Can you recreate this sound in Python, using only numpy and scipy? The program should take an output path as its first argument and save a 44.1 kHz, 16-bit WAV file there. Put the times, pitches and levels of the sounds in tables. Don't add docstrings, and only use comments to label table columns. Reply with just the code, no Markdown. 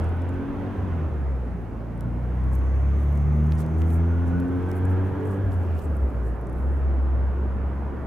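import sys
import numpy as np
from scipy import signal
from scipy.io import wavfile
from scipy.ndimage import uniform_filter1d

SR = 44100
rng = np.random.default_rng(int(sys.argv[2]) if len(sys.argv) > 2 else 0)


def gain_from_db(level_db):
    decades = np.asarray(level_db, float) / 20
    return 10 ** decades


def inscribe(sig):
    pcm = np.round(np.clip(np.atleast_2d(sig).T, -1, 1) * 32767)
    wavfile.write(sys.argv[1], SR, pcm.astype(np.int16))


N = 355446
T = np.arange(N) / SR

# time in seconds, firing rate in Hz.
ENGINE = [(0, 82.54), (0.42, 91.7), (0.73, 96.25), (0.87, 90.45), (1.14, 73.1), (1.4, 62.2), (1.67, 56.28),
          (2.03, 58.23), (3.14, 71.9), (3.87, 82.15), (4.63, 90.5), (5.43, 98), (6.06, 65), (6.31, 57.97),
          (6.49, 59.4), (6.7, 69.94), (7.0, 65.96), (8.06, 68.7)]
# opening in seconds, shutting in seconds.
PULLS = [
    (-1, .8),
    (1.95, 5.3),
    (6.5, 9),
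]


def exhaust():
    # time in seconds, level in dB.
    load_rows = [(0, -13.5), (.45, -5), (.75, -4), (1, -5.5), (1.7, -8.5), (2.05, -2), (2.6, -5),
                 (3.3, -4.5), (3.8, -2), (4.6, -1), (5.38, -1), (5.5, -4), (6.1, -16), (6.7, -11),
                 (8.06, -16)]
    # time in seconds, level in dB.
    boom_rows = [(0, -23.5), (.4, -28.5), (.7, -33.5), (.81, -25), (1.3, -24.5), (1.6, -32), (1.93, -34),
                 (2.15, -28), (2.58, -21), (3.5, -20.5), (4.1, -20), (4.6, -27.5), (4.95, -20.5),
                 (5.5, -22), (6.2, -25), (6.67, -21), (7.3, -21), (8.06, -31)]
    # time in seconds, change in dB, spread in seconds.
    fade_rows = [(.49, -17, 0.051), (.75, -15, .015), (.87, -5.5, .025), (.99, -3.5, .02), (1.1, -7, 0.016),
                 (1.38, 0.5, .02), (1.48, -2, 0.017), (1.59, -2, .015), (3.67, -11.5, 0.052),
                 (4.48, -5.5, 0.036), (5.19, -9, 0.095), (5.38, -4, 0.046), (5.53, -6, 0.017),
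                 (5.65, -4, .015), (5.825, -15, 0.02), (5.96, -1.5, .03), (6.04, 6, 0.022),
                 (3.22, -0.5, .06), (1.93, -1, 0.023), (1.68, -8, .02), (4.75, -2, .05),
                 (6.12, -8.5, 0.018), (6.37, -8.5, 0.014), (6.48, -8.5, 0.083), (6.8, -3, 0.0269),
                 (7.32, -3, 0.03), (7.54, -2, 0.031), (7.8, -0.5, 0.037), (7.93, -6, 0.028)]
    # frequency in Hz, gain in dB.
    silencer = [(110, -3), (153, 5.5), (185, -5.5), (212, -3.5), (268, 3.5), (300, -3), (400, -.5)]
    # multiple of the firing rate, level in dB.
    upper_orders = [(.5, -18), (1.5, 5), (2.5, -1.5), (3.5, -11.5), (4, 0.5), (4.5, -10), (5, -2.5)]
    # time in seconds, order, change in dB, spread
    # in seconds.
    patch_rows = [(0.36, 2, -6, 0.24), (1.097, 2, -6, 0.095), (1.36, 2, 5, 0.041), (1.9, 2, -8, 0.068),
                  (2.65, 2, -7, 0.082), (3.37, 2, 3, 0.21), (3.8, 2, -5.5, 0.04), (2.97, 2, -7, .05),
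                  (4.3, 2, -3, 0.071), (5.72, 2, -4.5, 0.087), (7.43, 2, -6, 0.53), (.1, 3, -4, 0.091),
                  (.48, 3, 4, 0.15), (2.65, 3, 1, 0.22), (3.4, 3, 9.5, 0.043), (4.51, 3, 3, 0.071),
                  (4.7, 3, -4.5, 0.062), (8, 3, 3.5, 0.35), (0.57, 2.5, 4.5, 0.31), (2.4, 4, -11, 0.37),
                  (3.95, 4, 2.5, 0.13), (4.75, 4, 2.5, 0.12), (4.8, 4, -3, 0.089), (3.703, 5, 4.5, 0.11),
                  (5.1, 5, -3.5, 0.12), (7.4, 3, 6, 0.1), (0.87, 2, 2.5, .08), (1.8, 4, 6.5, .1),
                  (5.95, 4, -3, .1), (5.47, 4, 1, .2), (5.25, 4.5, 29, 0.17), (1.7, 2.5, -10, .08),
                  (2.6, 3, -1, 0.023), (2.9, 4, -6, .12), (3.5, 5, -7, 0.26), (.15, 2.5, -12, 0.092),
                  (8.8, 4, 6, .3), (7.7, 4, -5, .1), (2.124, 4, 7.5, 0.11), (2.48, 2, 2.5, 0.064),
                   (2.7, 4, -6, .08), (6.8, 5, 13, .5), (7.75, 3, 6, 0.34), (0.71, 4, 1.5, 0.11),
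                   (0.28, 4, 8, .1), (0.69, 3, -1, .04), (1.01, 3, -4.5, .07), (1.8, 3, -5, .1),
                   (1.545, 3, 8.5, 0.075), (1.45, 4, 8.5, .12), (2.356, 3, 6, 0.09), (4.5, 4, 2, .06),
                   (5.1, 3, -4, 0.044), (4.09, 4, -4.5, 0.12), (2.9, 4, 7, .15), (3.4, 2, 0.5, .1),
                   (3.5, 3, 0.5, .1),
                  (.5, 1.5, -6.5, 0.51), (1.8, 1.5, -5.5, 0.26), (2.75, 1.5, 6, 0.17), (4.37, 2, 7, 0.054),
                   (2.07, 2, 4, 0.047), (4.0, 2, 2.5, 0.049), (4.6, 2, -4, 0.074), (5.25, 2, -6, .05),
                   (4.43, 3, 1.5, 0.067), (2.8, 3, -7, .04), (3.65, 3, -6, .025), (4.35, 4, -6, 0.096),
                   (3.33, 4, -9, .08), (.03, 4, -10, .1), (3.8, 4, 4, 0.044), (4.55, 5, 4, .08),
                   (4.92, 5, 3.5, .08), (2.85, 1, 1, 0.13), (2.7, 2, -2, .04), (3.89, 4, 2.5, .1),
                   (4.7, 4, 3, 0.074), (6.35, 2, 5, .1), (6.72, 3, 5, .1), (6.2, 2, 6, .04),
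                   (6.92, 3.5, 22.5, .05), (6.55, 3.5, 19, .08), (5.6, 3, -6.5, .08), (5.98, 4, -6, .05),
                   (8, 4, -6, .08)]

    firing_hz, load_db = curves(ENGINE, T)[0], curves(load_rows, T)[0]
    turns = np.cumsum(firing_hz) / SR
    whole_db = -40 + 1.63 * load_db
    half_db = -44.5 - 12 * ramp(T, 3.4, 4.1)
    orders = [(1, curves(boom_rows, T)[0] + bumps(fade_rows))]
    for k, full_load_db, load_share in ((2, -30.5, 0.9), (3, -34, 1.04)):
        orders.append((k, full_load_db + load_share * load_db + read(silencer, k * firing_hz)))
    for k, db in upper_orders:
        pipe_db = 3 * np.exp(-(np.log(k * firing_hz / 245) / 0.073) ** 2)
        base_db = half_db if round(2 * k) % 2 else whole_db
        orders.append((k, db + base_db + pipe_db))

    slope_hz_per_s = uniform_filter1d(np.gradient(firing_hz), size=4000) * SR
    coasting = np.clip(-slope_hz_per_s / 25, 0, 1)
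    out = np.zeros((2, N))
    for k, db in orders:
        ragged = coasting * (k > 1)
        flutter_db = (.4 * k + 2.2 * ragged) * drift(top_hz=14) - 4 * ragged
        phase = 2 * np.pi * (k * turns + rng.random()) + (.05 * k + .7 * ragged) * drift(top_hz=9)
        skew = 0.13 * np.sqrt(k) * (1 + 0.62 * drift(top_hz=6.7))
        order_changes = patch_rows
        change_db = bumps([(s, d, spread) for s, order, d, spread in order_changes if round(2 * order) == 2 * k])
        out += np.sqrt(2) * gain_from_db(db + flutter_db + change_db) * np.cos(phase + np.outer([1, -1], skew))
    return out


def thumps():
    # start in seconds, peak in dB, frequency in Hz, t60 in seconds.
    thump_rows = [
        (0.771, -26, 69, 0.36),
        (5.432, -23, 59, 0.46),
    ]
    out = np.zeros(N)
    for s, db, hz, t60_s in thump_rows:
        t = np.maximum(T - s, 0)
        attack = 1 - np.exp(-t / 0.0057)
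        out += gain_from_db(db - 60 * t / t60_s) * attack * np.sin(2 * np.pi * hz * t)
    return out


def rasp():
    # multiple of the firing rate, level in dB.
    high_orders = [(6, -52.5), (7, -55), (8, -55), (9, -54), (10, -53)]
    # middle in seconds, dB, spread in seconds, centre in Hz, width in Hz.
    rush_rows = [
        (0, -67, 0.061, 3700, 6000),
        (1, -77, .4, 5500, 4000),
        (3, -60, 0.59, 2100, 380),
        (3, -66.5, 0.087, 2900, 1200),
        (5.08, -48, 0.13, 910, 130),
        (0.02, -52, .08, 1100, 350),
        (0.8, -53, 0.14, 1046, 130),
        (5.5, -53.5, 0.17, 1640, 200),
        (7, -54, .35, 1000, 290),
    ]
    firing_hz = curves(ENGINE, T)[0]
    turns, slack_hz = np.cumsum(firing_hz) / SR, 98 - firing_hz
    shut_db = -9 * (1 - throttle(T))
    gate = 0.35 + 0.65 * 2 * np.cos(np.pi * turns) ** 4
    out = gain_from_db(-53 + shut_db + 1.9 * drift(top_hz=6.2)) * band(910, 380) * gate
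    for k, db in high_orders:
        phase = 2 * np.pi * k * turns + .8 * drift(top_hz=9)
        out += gain_from_db(db - 0.4 * slack_hz + shut_db + 2.9 * drift(top_hz=10)) * np.cos(phase)
    for s, db, spread, centre_hz, width_hz in rush_rows:
        out += bumps([(s, gain_from_db(db), spread)]) * band(centre_hz, width_hz)
    return out


def gear_whine():
    # time in seconds, frequency in Hz.
    mesh_rows = [(0, 1430), (.2, 1480), (.45, 1550), (.76, 1625), (.86, 1540), (.96, 1432), (1.1, 1385),
                 (1.67, 950), (2.03, 985), (3.14, 1215), (3.9, 1365), (4.2, 1430), (4.6, 1530),
                 (4.95, 1605), (5.25, 1655), (5.45, 1680), (6.2, 1000), (8.06, 1140)]
    # frequency in Hz, level in dB.
    casing = [(1000, -65), (1110, -55), (1200, -62), (1330, -63), (1400, -50), (1460, -49.5), (1550, -51),
              (1650, -58)]
    # time in seconds, change in dB, spread in seconds.
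    swell_rows = [(.17, 4, 0.046), (.25, -6, .025), (.87, -5, .04), (.36, -1.5, .1), (4.28, -4, .03),
                  (.55, -3, 0.089), (.78, 1.5, .04), (.97, 8, .04), (1.08, 4, .05), (3.7, -5, 0.13),
                  (4.15, -0.5, 0.055), (4.36, 5, .025), (4.55, -1.5, 0.081), (4.75, 3.5, .06),
                  (5.15, 4, .08), (.68, 1, 0.053)]
    gear_hz = uniform_filter1d(curves(mesh_rows, T)[0], size=2000)
    fuzz = resonate(resonate(rng.standard_normal(N), gear_hz, 70), gear_hz, 70)
    tone = np.cos(2 * np.pi * np.cumsum(gear_hz) / SR)
    whine_db = read(casing, gear_hz) - 12 * (1 - throttle(T)) - 12 * (T > PULLS[-1][0])
    waver_db = .8 * drift(top_hz=10) - 1.5 + bumps(swell_rows)
    return gain_from_db(whine_db + waver_db) * (.9 * evened(fuzz) + .65 * tone)


def turbo():
    # start in seconds, peak in seconds, gone in seconds, peak level in dB.
    spool_rows = [
        (-.2, 0.748, 1.2, -77.5),
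        (2.2, 2.6, 5.9, -72),
    ]
    idle_db, hold_s = -86, 1.2
    level_db = idle_db * np.ones(N)
    for s, top, end, db in spool_rows:
        spool_down = ramp(T, min(top + hold_s, end - .2), end)
        level_db += (db - idle_db) * (ramp(T, s, top) - spool_down)
    hiss = rng.standard_normal((2, N)) + .8 * rng.standard_normal(N)
    return gain_from_db(level_db) * evened(resonate(resonate(hiss, 6200, 800), 6200, 800))


def intake():
    # middle in seconds, level in dB.
    vent_rows = [
        (.97, -63),
        (5.73, -60.5),
    ]
    slack_hz = 98 - curves(ENGINE, T)[0]
    rush = gain_from_db(-69 - 0.5 * slack_hz) * band(3200, 450)
    vent_s = 0.11
    return rush + bumps([(s, gain_from_db(db), vent_s) for s, db in vent_rows]) * band(2560, 600)


def road():
    # time in seconds, level in dB.
    roar_rows = [(0, -40), (.2, -43.5), (1, -42.5), (1.7, -46), (2.3, -45.5), (3, -45), (5, -41),
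                 (5.75, -42.5), (7.1, -43), (8.06, -43.5)]
    # frequency in Hz, density in dB per Hz.
    roar_spectrum = [(12, -34.5), (20, -24.5), (47, -18.5), (69, -7), (103, -3.5), (164, -10.5),
                     (230, -8.5), (413, -13), (900, -21.5), (1400, -25), (1920, -32), (3000, -44),
                     (4000, -54.5), (6500, -66.5)]

    def roar_db(hz, t):
        bright_db_per_octave = 2 - 0.75 * t + 1.5 * throttle(t)
        bright_db = bright_db_per_octave * np.clip(np.log2(hz / 1500 + 1e-9), 0, 1.1)
        mid_cut_db = 1.5 * (1 - throttle(t)) * np.clip(np.log2(hz / 700 + 1e-9), 0, 1)
        return read(roar_spectrum, hz) + bright_db - mid_cut_db

    return gain_from_db(curves(roar_rows, T)[0] + 9) * noise(roar_db, size=2048, patchy_db=1.3)


def leaves():
    # start in seconds, peak in dB, centre in Hz, left-right in dB.
    snap_rows = [(0.043, -48, 8980, 0.0), (0.0914, -51.5, 9250, -1), (0.17, -53.5, 10100, -4),
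                 (0.2198, -49, 9460, -0.5), (0.2919, -45.5, 9150, 1.5), (0.3416, -54, 9100, -1),
                 (2.008, -44, 9500, -7), (2.439, -47.5, 10400, -6), (2.534, -47, 11080, -3.5),
                 (2.5528, -43, 10210, -7), (3.033, -49, 10400, -5), (3.1257, -51, 10620, -7.5),
                 (3.1749, -49, 8300, -7), (3.5532, -47, 9610, 1.5), (3.5865, -48, 7770, -1),
                 (3.6627, -47, 7897, -2.5), (3.82, -50, 7700, -4.0), (3.9045, -45.5, 10500, -2),
                 (4.4023, -44.5, 11420, -5), (4.4838, -53, 9313, 2), (4.7152, -43, 7700, -2),
                 (4.853, -42, 9500, -4.5), (5.5285, -48.5, 10640, -5), (5.9677, -45.5, 10810, -1),
                 (6.413, -50.5, 10490, -4), (6.4697, -48.5, 7734, -1), (6.4967, -50, 8860, -4.5),
                 (6.529, -51.5, 10190, -10),
                 (3.8185, -46, 13000, -2), (4.7154, -44, 12500, -4), (.066, -58, 10000, 0),
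                  (1.9773, -53, 9000, -3), (2.5276, -54, 9505, -3), (2.5895, -51, 9790, -3),
                  (3.0006, -53, 9500, -3), (3.1552, -48.5, 10500, -3.5), (3.4695, -53, 9000, -2),
                  (3.7823, -52, 9500, -2), (3.812, -54, 10000, -2), (3.9429, -44.5, 11500, -3),
                  (4.2792, -53, 8500, -1), (4.6249, -54.5, 8013, -7), (4.6653, -56, 7900, -1),
                  (4.6882, -53, 8000, -5), (4.708, -53, 9000, -2), (4.73, -54, 9500, -2),
                  (4.7661, -47, 11700, -1), (4.9067, -55, 9210, -3), (5.0694, -55, 8500, -2),
                  (5.2545, -52, 8500, -4), (5.7558, -60, 12000, -2), (5.8272, -48, 9690, -2),
                  (5.9554, -57, 12500, -3), (6.1047, -57, 9500, -1), (6.2696, -52, 9670, -3),
                  (6.3574, -56, 9500, -2), (3.9125, -49, 10500, -2), (3.9236, -47, 10500, -2),
                  (3.9362, -44.5, 11000, -3), (3.6059, -46, 9500, -1), (5.5405, -50, 10000, -3),
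                  (5.8368, -51, 9500, -2), (5.2764, -50, 9500, -3), (3.5134, -52, 9500, 0)]
    twig_rows = [(2.0086, -39, 2500, -4), (3.5219, -27.5, 2520, 2), (3.819, -27, 2497, -2),
                 (3.9048, -37, 2496, -1.5), (4.7156, -33, 2497, -3), (5.52, -40, 2498, -7),
                 (5.5404, -45, 2500, -3), (5.7925, -38, 2497, 1.0), (.2919, -44, 3000, 0),
                 (.0432, -47, 3000, 0), (.2198, -46, 3000, -1), (3.524, -37, 1500, 0),
                 (3.5366, -43, 2500, -0.5), (4.4, -41, 2500, -2)]
    pip_rows = [
        (5.786, -51, 12500, -3),
        (5.791, -47, 12400, -5),
        (5.855, -49, 8000, 1),
        (5.7925, -53, 5000, 0),
        (4.7156, -51, 5500, -2),
    ]
    # ring width in Hz, puff in s
    snaps = [(*row, 7000, .00007) for row in twig_rows]
    snaps += [(*row, 1800, .0006) for row in pip_rows]
    snaps += [(*row, 6000, .0005) for row in snap_rows]
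    out, t = np.zeros((2, N + 400)), np.arange(400) / SR
    for s, db, hz, pan_db, width_hz, puff_s in snaps:
        puff = rng.standard_normal((3, 400))
        ring = np.exp(-np.pi * width_hz * t) * t * np.sin(2 * np.pi * hz * t)
        burst = (puff[2] + 0.27 * puff[:2]) * t * np.exp(-t / puff_s)
        snap = signal.fftconvolve(burst, ring[None])[:, :400]
        at = round(s * SR)
        out[:, at:at + 400] += gain_from_db(db + np.array([[pan_db], [-pan_db]]) / 2) * snap / abs(snap).max()
    return out[:, :N]


def grass():
    # middle in seconds, level in dB, spread in seconds, centre in Hz.
    swish_rows = [(2.012, -80.5, 0.021, 9140), (2.543, -61.5, .013, 9340), (3.02, -69.5, .025, 10480),
                  (3.16, -72.5, 0.044, 11050), (3.36, -73, .015, 9930), (3.46, -71, 0.025, 9560),
                  (3.53, -66, .015, 8800), (3.592, -57, .007, 8040), (3.61, -56.5, .009, 8600),
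                  (5.74, -70.5, 0.081, 4500), (5.8, -69, .02, 4800), (3.596, -59.5, .01, 5600),
                  (3.61, -60, .02, 3200), (3.8, -66, .014, 9480), (3.89, -64.5, .02, 8950),
                  (3.944, -59.5, 0.017, 10950), (4.283, -66, 0.011, 8400), (4.705, -69.5, 0.015, 9950),
                  (4.772, -60.5, 0.0098, 11520), (4.91, -66, 0.011, 9550), (5.07, -74, .015, 9000),
                  (5.27, -67.5, 0.019, 9970), (5.325, -66.5, .022, 8400), (5.531, -66, 0.011, 9050),
                  (5.62, -72.5, 0.026, 10100), (5.79, -64.5, .02, 10350), (5.84, -63, 0.012, 8990),
                  (5.96, -72, .013, 9930), (6.15, -77.5, .012, 12930), (6.275, -66, 0.017, 8950),
                  (6.6, -71.5, 0.036, 9960), (6.75, -74.5, 0.049, 9180)]
    hz, t = np.fft.rfftfreq(128, 1 / SR)[:, None], np.arange(N // 32 + 5) * 32 / SR
    still_db, shuffle_db = -87, -76.5
    stirring = ramp(t, 2.23 - .4, 2.23 + .4) - ramp(t, 6.3 - .2, 6.3 + .2)
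    shuffle_power = gain_from_db(2 * (still_db + (shuffle_db - still_db) * stirring))
    power = shuffle_power * np.exp(-(np.log(hz / 10000 + 1e-9) / 0.83) ** 2)
    for s, db, spread, centre_hz in swish_rows:
        swell = gain_from_db(2 * db) * np.exp(-((t - s) / spread) ** 2 / 2)
        power = power + swell * np.exp(-(np.log(hz / centre_hz + 1e-9) / .42) ** 2)
    blades = gain_from_db(2.0 * evened(uniform_filter1d(rng.standard_normal(N), size=60)))
    hiss = noise(lambda *_: 10 * np.log10(power / power.mean(0) + 1e-9), size=128, patchy_db=2.5)
    return np.interp(T, t, np.sqrt(5.8 * power.mean(0))) * evened(hiss * blades)


def wind():
    sos = signal.butter(2, [25, 55], "bandpass", fs=SR, output="sos")
    low = signal.sosfilt(sos, rng.standard_normal((2, N)))
    return gain_from_db(-42.5 + 3.1 * drift(top_hz=4.6)) * evened(low)


def air():
    # frequency in Hz, density in dB per Hz.
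    air_spectrum = [(1500, -20.5), (4000, -0.5), (6200, -2), (7500, -4.5), (9200, -3.5), (11000, -5),
                    (13000, -6.5), (15800, -6.5)]
    return gain_from_db(-72.5) * noise(lambda hz, t: read(air_spectrum, hz) + 0 * t, size=1024, patchy_db=-2.0)


def throttle(t):
    open_s, shut_s = 0.49, 0.27
    return sum(ramp(t, on, on + open_s) - ramp(t, off, off + shut_s) for on, off in PULLS)


def noise(db_of, size, patchy_db):
    # frequency in Hz, left-right likeness (0 to 1).
    likeness = [(40, 0.48), (80, 0.67), (250, 0.88), (600, 0.73), (1500, 0.7), (5000, 0.4), (12000, 0.15)]
    # frequency in Hz, left-right in dB.
    balance_rows = [(60, 2.5), (200, -1.5), (700, -1.5), (2500, -3), (5000, 0), (9000, -2)]
    frames, hz = 4 * N // size + 5, np.fft.rfftfreq(size, 1 / SR)[:, None]
    a, b, c, d, patches = rng.standard_normal((frames, len(hz), 5)).T
    patches = uniform_filter1d(uniform_filter1d(patches, size=8, axis=0), size=8, axis=1)
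    same, left = np.clip(read(likeness, hz), -1, 1), a + 1j * b
    z = np.array([left, same * left + np.sqrt(1 - same ** 2) * (c + 1j * d)])
    lean_db = read(balance_rows, hz) / 2
    field_db = db_of(hz, np.arange(frames) * size / 4 / SR) + patchy_db * evened(patches)
    z *= gain_from_db(field_db + np.array([lean_db, -lean_db]))
    return evened(signal.istft(z, nperseg=size, noverlap=3 * size // 4)[1][:, :N])


def band(hz, width_hz):
    sos = signal.butter(2, [hz - width_hz / 2, hz + width_hz / 2], "bandpass", fs=SR, output="sos")
    return evened(signal.sosfilt(sos, rng.standard_normal((2, N)) + rng.standard_normal(N)))


def resonate(x, hz, width_hz):
    turn = np.exp(2j * np.pi * np.cumsum(hz * np.ones(N)) / SR)
    r = np.exp(-np.pi * width_hz / SR)
    return 2 * (turn * signal.lfilter([1 - r], [1, -r], x / turn)).real


def drift(top_hz):
    t = T[::256]
    slow = sum(np.sin(2 * np.pi * (f * t + rng.random())) for f in np.geomspace(top_hz / 20, top_hz, 24))
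    return np.interp(T, t, evened(slow))


def bumps(rows):
    t = T[::64]
    return np.interp(T, t, sum((h * np.exp(-((t - s) / spread) ** 2 / 2) for s, h, spread in rows), 0 * t))


def ramp(t, start, stop):
    return np.clip((t - start) / (stop - start), 0, 1)


def curves(rows, t):
    s, *columns = np.transpose(rows)
    return [np.interp(t, s, c) for c in columns]


def read(points, hz):
    f, value = np.transpose(points)
    return np.interp(np.log(hz + 1), np.log(f + 1), value)


def evened(x):
    return x / np.sqrt(np.mean(x ** 2) + 1e-20)


def scene():
    truck = exhaust() + thumps() + rasp() + gear_whine() + turbo() + intake() + road()
    goats = leaves() + grass()
    return truck + goats + wind() + air()


def top_cut(x):
    return signal.sosfilt(signal.butter(12, 15830, fs=SR, output="sos"), x)


def record(dry):
    low_pass = signal.firwin(401, 15770, window=("kaiser", 9), fs=SR)
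    padded = np.pad(dry, ((0, 0), (200, 200)), "reflect")
    limited = signal.oaconvolve(padded, low_pass[None], "valid")
    high_pass = signal.butter(2, 31.6, "highpass", fs=SR, output="sos")
    return top_cut(signal.sosfilt(high_pass, limited))


dry = scene()
out = record(dry)
inscribe(out)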